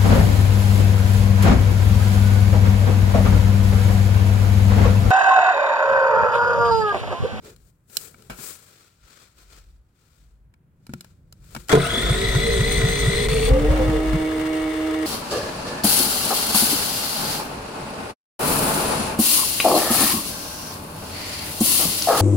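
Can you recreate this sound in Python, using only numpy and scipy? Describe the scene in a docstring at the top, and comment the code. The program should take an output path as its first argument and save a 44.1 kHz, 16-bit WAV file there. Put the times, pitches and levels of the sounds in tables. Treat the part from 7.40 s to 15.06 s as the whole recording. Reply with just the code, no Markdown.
"""Close to a small portable generator in a plastic case. First a sleeve rubs over it and controls click.
At 4.3 s the electric starter engages with a clunk that rings the case, then cranks the single cylinder:
its gears rasp and whine, sagging at each compression, while the machine rocks on its rubber feet.
Around 6 s the engine fires a few times and winds down. The starter, thrown out of mesh, spins on
freely to the end with a steady hum."""
import sys
import numpy as np
from scipy import signal
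from scipy.fft import rfft, irfft, next_fast_len
from scipy.io import wavfile

SR = 44100
rng = np.random.default_rng(int(sys.argv[2]) if len(sys.argv) > 2 else 0)


def persist_wave(psi):
    """Save psi, clipped to +-1, as 16-bit WAV."""
    counts = np.round(np.clip(psi, -1, 1) * 32767).astype(np.int16)
    wavfile.write(sys.argv[1], SR, np.atleast_2d(counts).T)


N = 337806
TIME = np.arange(N) / SR
BINS = np.maximum(np.fft.rfftfreq(next_fast_len(N), 1 / SR), 1)
# the starter is switched on, is relieved by the first weak firing, and is thrown out of mesh
START_S, CATCH_S, RELEASE_S = 4.29, 5.886, 6.11
STOP_S = 6.75   # the engine stands still
CRANK_HZ, FREE_HZ = 60.6, 78.64   # nominal turns per second of the starter, loaded and free
CRACK_RISE_S, SLACK_S = 0.00031, 0.017   # onset of an impact; slack of the teeth at the catch


def from_db(db):
    """Decibels to amplitude ratio."""
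    return 10 ** (np.asarray(db) / 20)

def rms_one(x):
    """Normalisation to unit power."""
    return x / np.sqrt(np.mean(x ** 2) + 1e-20)

def in_time(rows):
    """Linear interpolation of a table's columns over time."""
    s, *columns = np.transpose(rows)
    return [np.interp(TIME, s, c) for c in columns]

def at_hz(points, hz):
    """Interpolation of a spectrum over log frequency."""
    f, value = np.transpose(points)
    return np.interp(np.log(hz), np.log(f), value)

def between(start, end, fade=0.013):
    """A gate with linear ramps."""
    return np.clip((TIME - start) / fade, 0, 1) * np.clip((end - TIME) / fade, 0, 1)

def swell(middle, length):
    """A flat-topped bell envelope of height 1."""
    return 1 / (1 + np.abs(2 * (TIME - middle) / length) ** 3.95)

def surge(s, rise, fall):
    """Gaussian rise to 1 at time s, then exponential decay."""
    exponent = (np.minimum(TIME - s, 0) / rise) ** 2 + np.maximum(TIME - s, 0) / fall
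    return np.exp(-np.minimum(exponent, 20))

def run_up(s, lag):
    """First-order step response from time s."""
    return 1 - np.exp(-np.maximum(TIME - s, 0) / lag)

def white():
    """Two uncorrelated white noises."""
    return rng.standard_normal((2, N))

def drift(rate):
    """Random fluctuation of unit spread, low-passed at rate Hz."""
    r = np.exp(-80 * np.pi * rate / SR)
    slow = signal.lfilter([1], [1, -2 * r, r * r], rng.standard_normal(N // 40 + 2002))[2000:]
    return np.interp(np.arange(N) / 40, np.arange(len(slow)), rms_one(slow))

def band(x, low_hz, high_hz):
    """Causal band-pass."""
    return signal.sosfilt(signal.butter(2, [low_hz, high_hz], "band", fs=SR, output="sos"), x)

def above(x, hz):
    """Zero-phase high-pass."""
    return x - signal.sosfiltfilt(signal.butter(2, hz, fs=SR, output="sos"), x)

def resonance(x, hz, width_hz):
    """A damped resonator with unit peak gain."""
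    r = np.exp(-np.pi * width_hz / SR)
    poles = [1, -2 * r * np.cos(2 * np.pi * hz / SR), r * r]
    return signal.lfilter(np.array([1, 0, -1]) * (1 - r * r) / 2, poles, x)

def modal(x, modes):
    """Modal superposition: one force drives parallel resonators."""
    return sum(from_db(db) * resonance(x, hz, width_hz) for hz, width_hz, db in modes)

def pan(db):
    """Level difference between the channels, left over right."""
    return from_db(np.array([[db], [-db]]) / 2)

def from_right(x, count=11):
    """Path difference: the left channel lags by count samples, or leads if count is negative."""
    return np.array([np.roll(x, count), x])

# likeness of left and right: frequency_hz, correlation
COHERENCE = [(100, 0.95), (300, 0.9), (600, 0.66), (1200, 0), (2500, 0.25), (5000, 0), (12000, 0)]

def radiate(pair, spectrum, peaks=()):
    """Spectral shaping of two unrelated signals into stereo, coherent in the bass; the mid has rms 1."""
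    peak_power = sum(from_db(db) ** 2 / (1 + (2 * (BINS - hz) / width) ** 2) for hz, width, db in peaks)
    gain = from_db(at_hz(spectrum, BINS)) * np.sqrt(1 + peak_power)
    alike = at_hz(COHERENCE, BINS)
    mid, side = rfft(pair, next_fast_len(N)) * gain
    stereo = np.sqrt(1 + alike) * mid + np.sqrt(1 - alike) * side * [[1], [-1]]
    out = irfft(stereo, next_fast_len(N))[:, :N]
    return out / np.std(out.mean(axis=0))

def surface(turns, fresh, size=512, order=16):
    """Rotary friction: the same roughness passes on every turn, mixed with fresh noise."""
    profile = np.exp(2j * np.pi * rng.random((2, size // 2 + 1))) * (np.arange(size // 2 + 1) > order)
    marks = [np.interp(turns % 1, np.linspace(0, 1, size), row) for row in irfft(profile)]
    return rms_one(np.array(marks)) + fresh * white()

def orders(turns, table, flutter_db, flutter_hz):
    """Harmonics of a shaft's rotation, each fluttering in level."""
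    return sum(np.sqrt(2) * from_db(db + flutter_db * drift(flutter_hz))
               * np.sin(2 * np.pi * (k * turns + rng.random())) for k, db in table)

def chatter(turns, modes, throb_db, uneven_db, uneven_hz):
    """Friction excitation: each mode is rubbed hardest at its own shaft angle, never twice alike."""
    out, noise = 0, white()
    for hz, width_hz, db in modes:
        push_db = throb_db * np.cos(2 * np.pi * (turns + rng.random())) + uneven_db * drift(uneven_hz)
        left, own = resonance(noise * from_db(push_db), hz, width_hz)
        right = 0.51 * np.roll(left, -1) + 0.88 * own   # only partly coherent
        out = out + from_db(db) * rms_one(np.array([left, right]))
    return out

def taps(modes, per_s, spread_db):
    """Poisson impacts: loose steel knocks about in its play, ringing each mode differently every time."""
    out, hits = 0, rng.random(N) < per_s / SR
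    for hz, width_hz, db in modes:
        force = hits * from_db(spread_db * np.clip(white(), -2, 2)) + 1e-18
        out = out + from_db(db) * resonance(force, hz, width_hz) / np.sqrt(width_hz)
    return rms_one(out)


# background spectrum: frequency_hz, density_db
AIR_SPECTRUM = [(25, -16.5), (100, -1.5), (700, -18.5), (1400, -19), (5000, -40), (16000, -34)]

def air():
    """Ambient noise: a faint steady floor, strongest in the bass."""
    return from_db(-70) * radiate(white(), AIR_SPECTRUM)

# strokes over the case: middle_s, length_s, level_db, treble_db, left_over_right_db, hollow_ring_db
SLEEVE_STROKES = [(0.077, 0.082, -51, -3.5, 1, 17.5), (0.25, 0.24, -73.5, 6, 13, 12),
                  (0.611, 0.15, -51.5, 10, 11, 4), (0.81, 0.16, -66, 1, 8.5, 18),
                  (1.068, .17, -47, 9, 12, -1), (1.347, 0.32, -57, -3, 5, -2),
                  (1.767, 0.23, -54.5, -7, 8.5, -31), (2.007, 0.067, -56, -3.5, 6, -9),
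                  (2.146, 0.11, -54.5, -6, 7, -15), (2.271, 0.21, -68.5, -4.5, 4, -7),
                  (2.72, 0.35, -68, -3, 10, -14.5), (3.597, 0.24, -64, -4.5, 4.5, -6.5),
                  (4.226, 0.3, -55.5, 1.5, 10, 2)]
# the sleeve rests: start_s, end_s, gain_db
SLEEVE_RESTS = [(0.303, 0.488, -11.5), (1.48, 1.6, -2.5), (2.313, 2.56, -3.5), (4.219, 4.286, -6.5)]
# sliding cloth: frequency_hz, density_db
CLOTH_SPECTRUM = [(200, -5.5), (450, -3.5), (800, -9.5), (1400, -3.5), (2700, -9), (4300, -4), (6200, -7),
                  (7600, -2), (11000, -12), (16000, -8.5)]

def sleeve():
    """Sliding friction: cloth makes broadband noise, coloured by the resonances of the hollow case."""
    _, _, treble_db, side_db, hollow_db = in_time(SLEEVE_STROKES)
    pressure = sum(from_db(db) * swell(s, length) for s, length, db, *_ in SLEEVE_STROKES)
    cloth = radiate(white(), CLOTH_SPECTRUM)
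    hollow = modal(cloth, [(400, 150, hollow_db), (1350, 140, 0), (2400, 250, -3)])
    cloth = cloth + (from_db(treble_db) - 1) * above(cloth, 6800) + hollow
    rest_db = sum(db * between(start, end) for start, end, db in SLEEVE_RESTS)
    sides = from_db(np.array([side_db, -side_db]) / 2)
    return pressure * from_db(1.4 * drift(60) + rest_db) * cloth * sides

# the hand sways the case: middle_s, length_s, level_db
HAND_SWAYS = [(0.196, 0.22, -54), (0.926, 0.07, -47.5), (1.63, 0.087, -54), (2.224, 0.36, -49),
              (2.922, 0.35, -53), (4.117, 0.45, -50)]
# the hand's rumble: time_s, level_db
HAND_LEVEL = [(0.05, -52), (0.42, -65), (0.55, -57.5), (1.0, -56.5), (1.45, -66.5), (2.55, -65.5),
              (3.3, -58.5), (3.6, -54.5), (4.27, -52.5)]
# its spectrum: frequency_hz, density_db
HAND_SPECTRUM = [(40, -6.5), (90, 3), (160, 1), (220, -11), (600, -25.5), (1300, -57)]

def hand():
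    """Structure-borne sound: the hand sways the case and adds a soft rumble."""
    push = sum(from_db(db) * swell(s, length) for s, length, db in HAND_SWAYS)
    sway = push * rms_one(band(white()[0], 42, 64))
    return sway + from_db(in_time(HAND_LEVEL)[0]) * radiate(white(), HAND_SPECTRUM)

# sharp clicks of the controls: start_s, middle_db, treble_db, left_over_right_db
CONTROL_CLICKS = [(0.162, -61, -44.5, 16), (0.569, -31.5, -5, -4), (0.822, -49, -40, 6),
                  (3.139, -47.5, -52, 2), (3.467, -44, -36, 0.5), (3.608, -40.5, -26, 0.5),
                  (3.645, -40, -37, 7), (3.925, -44.5, -32, 2), (4.285, -33, -22.5, 2)]
# duller knocks on and inside the case: start_s, thud_db, middle_db, treble_db, t60_s
CASE_KNOCKS = [(0.046, -41, -50, -47, 0.12), (0.498, -47, -54, -49, 0.057), (0.743, -43, -41, -58, 0.024),
               (0.793, -45, -51, -66, 0.031), (0.898, -25, -32.5, -37.5, 0.19),
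               (0.987, -33, -41.5, -59, 0.14), (3.493, -22, -44, -51, 0.041),
               (3.536, -21, -27.5, -29, 0.019), (4.149, -31, -25, -26, 0.022),
               (4.163, -23.5, -28.5, -33, 0.041), (4.293, -31, -27, -58, 0.24), (4.327, -6, -16, -37, 0.1),
               (4.575, -13, -37, -34, 0.022), (6.215, -17, -38, -48, 0.036), (6.247, -27, -27, -39, .05),
               (6.359, -29, -25, -38, 0.042), (6.394, -17, -27, -46, .04), (6.492, -14, -38, -48, 0.044),
               (6.731, -14, -27, -38, 0.047), (6.977, -26, -38, -48, 0.036)]
# modes of the wall: pitch_hz, gain_db, t60_s
WALL_MODES = [(84, -6.5, 0.08), (138.4, 2.5, 0.078), (220, 7, 0.05), (183, -10.5, 0.24), (355, -19.5, 0.27)]
# hollow resonances of the plastic shell: pitch_hz, width_hz, gain_db
SHELL_MODES = [(1350, 170, 2), (2240, 130, -0.5)]
# resonances of the small plastic parts: pitch_hz, width_hz, gain_db
SNAP_MODES = [(2940, 150, 7.5), (4100, 180, 6), (5100, 190, 6), (7300, 210, 4)]

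def knocks():
    """Impact excitation: each contact is a short crack in the plastic and a thud of the wall behind it."""
    out, age = np.zeros((2, N)), TIME[:SR // 2]
    thud = sum(from_db(db - 60 * age / t60) * np.sin(2 * np.pi * hz * age) for hz, db, t60 in WALL_MODES)
    thud *= 1 - np.exp(-age / 0.004)   # the wall gives way softly
    clicks = [(s, db - 10, db, treble_db, 0.015, side_db) for s, db, treble_db, side_db in CONTROL_CLICKS]
    contacts = clicks + [(*row, 2) for row in CASE_KNOCKS]   # knocks are 2 dB louder on the left
    for s, thud_db, middle_db, treble_db, t60, side_db in contacts:
        noise = rng.standard_normal((2, 2, len(age)))
        decay = from_db(-60 * age / t60) + from_db(-28) * np.exp(-age / 0.018)
        burst = noise * decay * (1 - np.exp(-age / CRACK_RISE_S))
        crack = from_db(middle_db + 11) * burst[0]
        middle = from_db(-1.5) * band(crack, 230, 1400) + modal(crack, SHELL_MODES)
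        treble = from_db(treble_db - 3.5) * band(burst[1], 3300, 14000)
        contact = from_db(thud_db - 5.5) * thud + middle + treble + modal(treble, SNAP_MODES)
        out[:, int(s * SR):int(s * SR) + len(age)] += contact * pan(side_db)
    return out

# boom of the case: time_s, level_db
BOOM_ENVELOPE = [(4.3, -36), (4.5, -30), (5.0, -27.5), (6.1, -26.5), (6.75, -35), (7.1, -41), (7.66, -55)]
# its spectrum: frequency_hz, density_db
BOOM_SPECTRUM = [(60, 11), (100, 8.5), (140, 12), (200, 4), (300, 2), (450, -36)]

def boom():
    """Panel radiation: the case gives off low noise once the machine turns."""
    return from_db(in_time(BOOM_ENVELOPE)[0]) * radiate(white(), BOOM_SPECTRUM) * between(START_S, 8)

# the piston comes over compression: start_s, peak_db, start_hz
PISTON_COMPRESSIONS = [(4.695, -12.5, 75), (4.947, -11, 78.7), (5.192, -12.5, 85.4), (5.43, -11, 78.8),
                       (5.665, -11, 83), (5.911, -18, 121), (6.103, -12.5, 87), (6.296, -17.5, 89),
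                       (6.472, -15, 65.24), (6.735, -16.5, 140)]
# the cylinder fires: start_s, peak_db
CYLINDER_FIRINGS = [(6.108, -7.5), (6.3, -7.5)]

def puffs():
    """Pressure pulses: a rising puff at compression, a falling one at exhaust, a deep thump on firing."""
    times = [row[0] for row in PISTON_COMPRESSIONS]
    compressions = [(s, db, hz, 169, 0.0358) for s, db, hz in PISTON_COMPRESSIONS]
    exhausts = [(a + 0.59 * (b - a), -22.5, 127, 95, 0.032) for a, b in zip(times, times[1:-1])]
    thumps = [(s, db, 57, 52, 0.032) for s, db in CYLINDER_FIRINGS]
    out = np.zeros(N)
    for s, db, start_hz, end_hz, length_s in compressions + exhausts + thumps:
        progress = np.linspace(0, 1, int(length_s * SR))
        phase = 2 * np.pi * np.cumsum(start_hz + (end_hz - start_hz) * progress) / SR
        out[int(s * SR):int(s * SR) + len(phase)] -= from_db(db) * np.sin(np.pi * progress) * np.sin(phase)
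    return out

def rocking(rise_s=0.015, fall_s=0.19):
    """Mass on a spring: each compression rocks the machine on its rubber feet, a firing more so."""
    kicks = [(s - 0.05, -21) for s, *_ in PISTON_COMPRESSIONS] + [(s, -19.5) for s, _ in CYLINDER_FIRINGS]
    energy = sum((from_db(db) * surge(s, rise_s, fall_s)) ** 2 for s, db in kicks)
    swing = np.sqrt(energy) * (1 - run_up(STOP_S, lag=0.08))
    swing += from_db(-38) * surge(7.22, rise_s, fall_s)   # one rebound after the stop
    phase = 2 * np.pi * np.cumsum(47.5 + 4.5 * drift(14)) / SR
    return np.sqrt(2) * np.sin(phase) * swing * from_db(1.8 * drift(20))

def muffler():
    """Resonant filtering: each firing barks through the muffler as a decaying band of noise."""
    bursts = sum(surge(s, rise=0.015, fall=0.48) for s, _ in CYLINDER_FIRINGS)
    return from_db(-35.5) * bursts * rms_one(resonance(white(), hz=580, width_hz=280))

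# flywheel tone after the starter lets go: time_s, pitch_hz
FLYWHEEL_PITCH = [(6.06, 446.4), (6.12, 530), (6.17, 521), (6.25, 435.5), (6.32, 591), (6.38, 549),
                  (6.4, 523), (6.45, 505.3), (6.56, 450), (6.76, 302)]
# its bursts and fade: time_s, level_db
FLYWHEEL_ENVELOPE = [(6.1, -33), (6.17, -34.5), (6.21, -41), (6.25, -33.5), (6.29, -42), (6.33, -33),
                     (6.375, -41), (6.395, -33.5), (6.44, -33.5), (6.47, -40), (6.56, -36), (6.76, -50)]
# its harmonics, the third being the tone itself: multiple, gain_db
FLYWHEEL_HARMONICS = [(3, 1), (5, -8.5), (6, -35)]
# resonances of the cowl: pitch_hz, width_hz, gain_db
COWL_MODES = [(525, 19, 13), (452.5, 16, 11)]

def flywheel():
    """Swept resonance: the tone surges with each firing and runs down, swelling at the cowl's modes."""
    cycles = np.cumsum(in_time(FLYWHEEL_PITCH)[0] + 6 * drift(50)) / SR
    tone = orders(cycles / 3, FLYWHEEL_HARMONICS, flutter_db=3.8, flutter_hz=75)
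    tone *= between(FLYWHEEL_PITCH[0][0], STOP_S) * from_db(in_time(FLYWHEEL_ENVELOPE)[0])
    return from_right(tone + modal(tone, COWL_MODES))

# the drive takes up the load: start_s, level_db
DRIVE_BLOWS = [(4.331, -6.5), (4.3377, -4), (4.3513, -7.5), (4.374, -8.5)]
# modes of the case: pitch_hz, gain_db, t60_s
CASE_MODES = [(141, -15.5, 0.31), (171.8, -12.5, 0.25), (238, -28, 0.11), (296, -16, 0.16),
              (385.5, -14, 0.23), (427.5, 1.5, 0.079), (465, -24.5, 0.98), (621, -16, 0.12),
              (677, -8, 0.059), (1020, -19.5, 0.12)]

def clunk():
    """Impulse response: the drive slams into mesh and rebounds, ringing the case."""
    out, blows = 0, np.zeros(N)
    for s, db in DRIVE_BLOWS:
        blows[int(s * SR)] = from_db(db)
    for hz, db, t60 in CASE_MODES:
        r, w = from_db(-60 / (t60 * SR)), 2 * np.pi * hz / SR
        ring = signal.lfilter([0, np.sin(w)], [1, -2 * r * np.cos(w), r * r], blows + 1e-18)
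        out = out + from_db(db) * ring
    return from_right(out)

# steel strikes steel in the starter drive: start_s, level_db, t60_s
STEEL_STRIKES = [(4.294, -21.5, 0.14), (4.317, -20, .09), (4.326, -23, 0.061), (4.352, -22, 0.061),
                 (4.694, -28, 0.062), (4.95, -23.5, 0.036), (5.886, -23.5, 0.03)]
# spectrum of a strike: frequency_hz, density_db
STEEL_SPECTRUM = [(300, -4.5), (700, -3), (860, -5), (1400, 1), (2100, 2.5), (2700, -17), (4500, -9),
                  (8500, -12), (10800, -20), (15500, -21)]
# its modes: pitch_hz, width_hz, gain_db
STEEL_MODES = [(1050, 99, 6.1), (1350, 99, 7.3), (3370, 120, 18.3), (6340, 65, 7.5), (8100, 400, 4.5)]

def clanks():
    """Metallic impact: the pinion jumps at the ring gear and bites; compressions knock it again."""
    force = sum(from_db(db) * surge(s, CRACK_RISE_S, t60 / np.log(1000)) for s, db, t60 in STEEL_STRIKES)
    return force * radiate(white(), STEEL_SPECTRUM, STEEL_MODES) * pan(3.3)

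# starter speed under load: time_s, rotation_hz
LOADED_SPEED = [(4.29, 0), (4.35, 20), (4.43, 36.5), (4.5, 46.5), (4.56, 49.5), (4.7, 54.5), (4.85, 57),
                (5.1, 59), (5.86, 59.5), (5.92, 63)]

def starter_speed():
    """Load sets speed (turns per second): the starter runs up, sags at compressions, then races free."""
    sag_hz = 4.4 * sum(surge(s, rise=0.04, fall=0.075) for s, *_ in PISTON_COMPRESSIONS if s < CATCH_S)
    loaded = in_time(LOADED_SPEED)[0] - sag_hz
    return loaded + (FREE_HZ - loaded) * run_up(6.08, lag=0.11)

# hum of the free starter: shaft_multiple, gain_db
HUM_ORDERS = [(1, -21.5), (2, -28), (4, 0), (5, -23), (6, -14.5), (8, -12), (9, -30), (10, -35),
              (12, -23.5), (13, -41), (16, -25), (22, -30), (26, -29), (28, -25.5), (36, -32), (112, -50)]
# rubbing brushes: frequency_hz, density_db
BRUSH_SPECTRUM = [(150, -3), (570, -1), (860, -3), (1080, 9.5), (1500, -1.5), (2150, 1.5), (2400, -8),
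                  (2800, -4.5), (4000, -11), (6500, -16.5), (9000, -12.5), (11000, -26), (16000, -17)]
# modes of the free gears: pitch_hz, width_hz, gain_db
RATTLE_MODES = [(449.4, 25, -3), (777, 11, -10.5), (1255, 19, -14.5), (1913, 27, -9.5), (2030, 22, -19),
                (2218, 14, -13), (2770, 125, -15.5), (3070, 56, -23), (3460, 38, -14.5), (8360, 150, -23.5),
                (8700, 35, -24)]
# modes of the loose, tapping pinion: pitch_hz, width_hz, gain_db
LOOSE_PINION_MODES = [(1134, 69, 2), (1416, 74, -3.5), (1690, 44, 3), (2046, 28, 1), (2810, 86, -7)]

def freewheeling(turns, speed):
    """Rotational harmonics: the free starter hums at four times its speed; brushes rub, gears rattle."""
    hum_db = -24 + 0.3 * (speed - FREE_HZ) - 4.5 * swell(7.34, 0.05)   # grows with speed, dips briefly
    hum = from_db(hum_db) * orders(turns + 0.0058 * drift(16), HUM_ORDERS, flutter_db=0.7, flutter_hz=8)
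    ripple = rms_one(from_db(0.8 * np.cos(2 * np.pi * turns) + 2.4 * drift(88)))
    grain = surface(turns + 0.004 * drift(15), fresh=1) * ripple
    brushes = from_db(-36.5) * radiate(grain, BRUSH_SPECTRUM)
    rattle = from_db(-34) * chatter(turns, RATTLE_MODES, throb_db=3, uneven_db=2.2, uneven_hz=22)
    tapping = from_db(-48) * taps(LOOSE_PINION_MODES, per_s=59, spread_db=8)
    out = hum * pan(-2.9) + (brushes + rattle) * pan(4.1) + tapping * pan(7.4)
    return out * between(6.08, 8, fade=0.023)

# harmonics of the loaded motor: shaft_multiple, gain_db
GROWL_ORDERS = [(1, -13), (3, -10), (4, -13.5), (6, -38), (7, 0.5), (8, -6), (9, -23), (10, -9),
                (11, -18.5), (12, -16.5), (13, -11)]

def growl(turns):
    """Forced vibration: the loaded motor drives a resonance of the case."""
    motor = orders(turns + 0.016 * drift(20.6), GROWL_ORDERS, flutter_db=3, flutter_hz=5.7)
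    through_case = motor + from_db(9) * resonance(motor, hz=451.7, width_hz=28)
    return from_db(-34.5) * from_right(through_case, count=17) * between(4.52, 6.12, fade=0.009)

# tooth tones: shaft_multiple, gain_db
WHINE_ORDERS = [(31, -17), (33, -17), (63, -16), (66, -13), (68, -11), (70, -7.5), (72, -13), (110, -25),
                (138, -20), (141, -16), (144, -16), (148, -18)]

def whine(tooth_turns, speed):
    """Gear-mesh harmonics: the teeth whine harder as they speed up."""
    ears = [orders(tooth_turns + 0.0016 * drift(110), WHINE_ORDERS, flutter_db=3, flutter_hz=35)
            for _ in range(2)]
    return from_db(0.5 + 0.4 * (speed - CRANK_HZ)) * np.array(ears)

# force of the meshing teeth: shaft_multiple, gain_db
MESH_ORDERS = [(34, -8), (35, 0), (36, -6), (43, -7), (69, -6), (70, -2)]
# housing modes driven by it: pitch_hz, width_hz, gain_db
SINGING_MODES = [(1310, 220, -2.5), (1997, 200, -2), (2700, 330, -1.5), (3367, 230, 8.5)]

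def singing(tooth_turns, bite):
    """Swept resonance: the housing sings whenever a tooth rate passes through one of its modes."""
    force = bite * orders(tooth_turns + 0.003 * drift(80), MESH_ORDERS, flutter_db=2.5, flutter_hz=40)
    response = sum(from_db(db) * resonance(resonance(force, hz, width_hz), hz, width_hz)
                   for hz, width_hz, db in SINGING_MODES)
    return from_right(response, count=4)

# the teeth graze: peak_s, pinion_gain_db, squeal_gain_db
TOOTH_GRAZES = [(4.435, -3, 3), (4.62, 0, 1.5), (4.87, 4, -3), (4.92, 6, 0), (5.115, 8, -4),
                (5.326, 9, 11.5), (5.4, 8, 1.5), (5.51, 11, 4), (5.6, 12, 5), (5.83, 3, 7.5),
                (6.06, 3, 6.5)]
# squealing modes of the gears: pitch_hz, width_hz, gain_db
SQUEAL_MODES = [(8600, 370, -3.5), (15100, 410, -12)]
# ring of the pinion: pitch_hz, width_hz, gain_db
PINION_MODES = [(6225, 110, -11)]

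def grazing(turns, drive):
    """Friction-excited modes: grazing teeth squeal, and the pinion rings once it is up to speed."""
    ring_db, squeal_db = sum(np.outer(dbs, surge(s, rise=0.014, fall=0.037)) for s, *dbs in TOOTH_GRAZES)
    squeal = chatter(turns, SQUEAL_MODES, throb_db=5, uneven_db=2.8, uneven_hz=30)
    ring = chatter(turns, PINION_MODES, throb_db=5, uneven_db=2, uneven_hz=30)[0]
    pinion = from_db(ring_db) * run_up(4.7, lag=0.15) * from_right(ring, count=-2) * pan(6)
    return from_db(squeal_db) * drive * squeal + pinion

# grinding of the teeth: time_s, level_db
GRIND_ENVELOPE = [(4.4, -48), (5.15, -40), (5.45, -36), (5.85, -36), (5.92, -32.5), (6.08, -30.5)]
# the modes it rings: pitch_hz, width_hz, gain_db
TOOTH_MODES = [(727, 45, -3.5), (1220, 230, 1.5), (1560, 170, -10), (1895, 80, 4), (2317, 64, 2.5),
               (2480, 60, -2), (2900, 300, -1), (3450, 160, -9), (4480, 190, -18), (6800, 980, -7),
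               (9000, 200, -8)]

def grinding():
    """Shot noise: dense random impacts of the teeth, harder as they work loose."""
    return from_db(in_time(GRIND_ENVELOPE)[0]) * taps(TOOTH_MODES, per_s=600, spread_db=4)

# modes of the labouring starter: pitch_hz, width_hz, gain_db
GROAN_MODES = [(677, 43, -5.5), (1050, 64, -17), (1278, 47, -6.5), (1433, 47, -3.5), (3820, 110, -11.5),
               (8620, 250, -15.5)]

def groan(turns, speed, full_strain_hz=13.5):
    """Load-dependent excitation: modes groan as far as the starter labours below its speed."""
    strain = np.clip((CRANK_HZ - speed) / full_strain_hz, 0, 1)
    return from_db(-30) * strain * chatter(turns, GROAN_MODES, throb_db=4, uneven_db=2, uneven_hz=25)

# rubbing of the loaded teeth: frequency_hz, density_db
RASP_SPECTRUM = [(150, -9), (450, 14), (860, -2.5), (1400, -1), (2100, -7), (2700, -3), (3700, -3),
                 (5000, -13), (7000, -12), (8800, -12), (11000, -18), (15500, -15.5)]
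# gear housing modes, rubbed on every turn: pitch_hz, width_hz, gain_db
HOUSING_MODES = [(1010, 58, -15.5), (1930, 82, -11), (2048, 60, -8), (2216, 46, -11), (3445, 65, -8),
                 (3760, 890, -11.5)]

def cranking(turns, speed):
    """Amplitude modulation: the loaded gears rasp, whine and grind under a tooth force that pulsates."""
    tooth_turns = turns + 0.0017 * drift(40)   # backlash lets the teeth run early and late
    bite_db = 3.2 * np.cos(2 * np.pi * turns) + 1.6 * np.cos(np.pi * turns) + 1.4 * drift(140)
    bite = rms_one(from_db(bite_db))
    caught = run_up(CATCH_S, SLACK_S)
    relief = from_db(-4.5 * caught)   # once the engine catches, the teeth whine less and rasp more
    drive = from_db(0.2 * (speed - CRANK_HZ))   # faster gears ring harder
    rubbing = radiate(surface(tooth_turns, fresh=0.7) * bite, RASP_SPECTRUM)
    fizz = above(rubbing, 9400)
    rasp = from_db(-3 + caught) * (rubbing - fizz)
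    grit = from_db(8) * fizz * rms_one(from_db(3 * drift(350)))   # the treble comes in tiny bursts
    tones = relief * bite * whine(tooth_turns, speed) + singing(tooth_turns, bite)
    housing = chatter(turns, HOUSING_MODES, throb_db=5, uneven_db=1.2, uneven_hz=25)
    body = from_db(-27.5) * (rasp + tones + from_db(-1) * relief * drive * housing)
    treble = from_db(-36.5) * (grit + grazing(turns, drive))
    grind = bite * grinding()
    slack = from_db(-14 * swell(CATCH_S - SLACK_S / 2, SLACK_S))   # the teeth unload just before the catch
    gears = slack * (body + treble + groan(turns, speed)) + grind
    return gears * pan(3.1) * between(START_S, RELEASE_S, fade=0.024)

def scene():
    """Superposition of starter, engine, impacts and handling over a quiet background."""
    speed = starter_speed()
    turns = np.cumsum(speed) / SR
    starter = cranking(turns, speed) + growl(turns) + freewheeling(turns, speed)
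    engine = rocking() + boom() + flywheel() + muffler() + puffs()
    impacts = clunk() + clanks() + knocks()
    handling = (sleeve() + hand()) * between(-1, 4.3)
    return air() + handling + impacts + engine + starter

def record(dry, bass_hz=(6, 26.26), top_hz=16050):
    """Band limiting and saturation: two microphones lose deep bass unequally, round peaks, cut the top."""
    heard = np.array([signal.lfilter(*signal.butter(1, hz, "high", fs=SR), x)
                      for hz, x in zip(bass_hz, dry)])
    rounded = 0.95 * np.tanh(heard / 0.95)
    return signal.sosfilt(signal.ellip(10, 0.1, 80, top_hz, fs=SR, output="sos"), rounded)


dry = scene()
out = record(dry)
persist_wave(out)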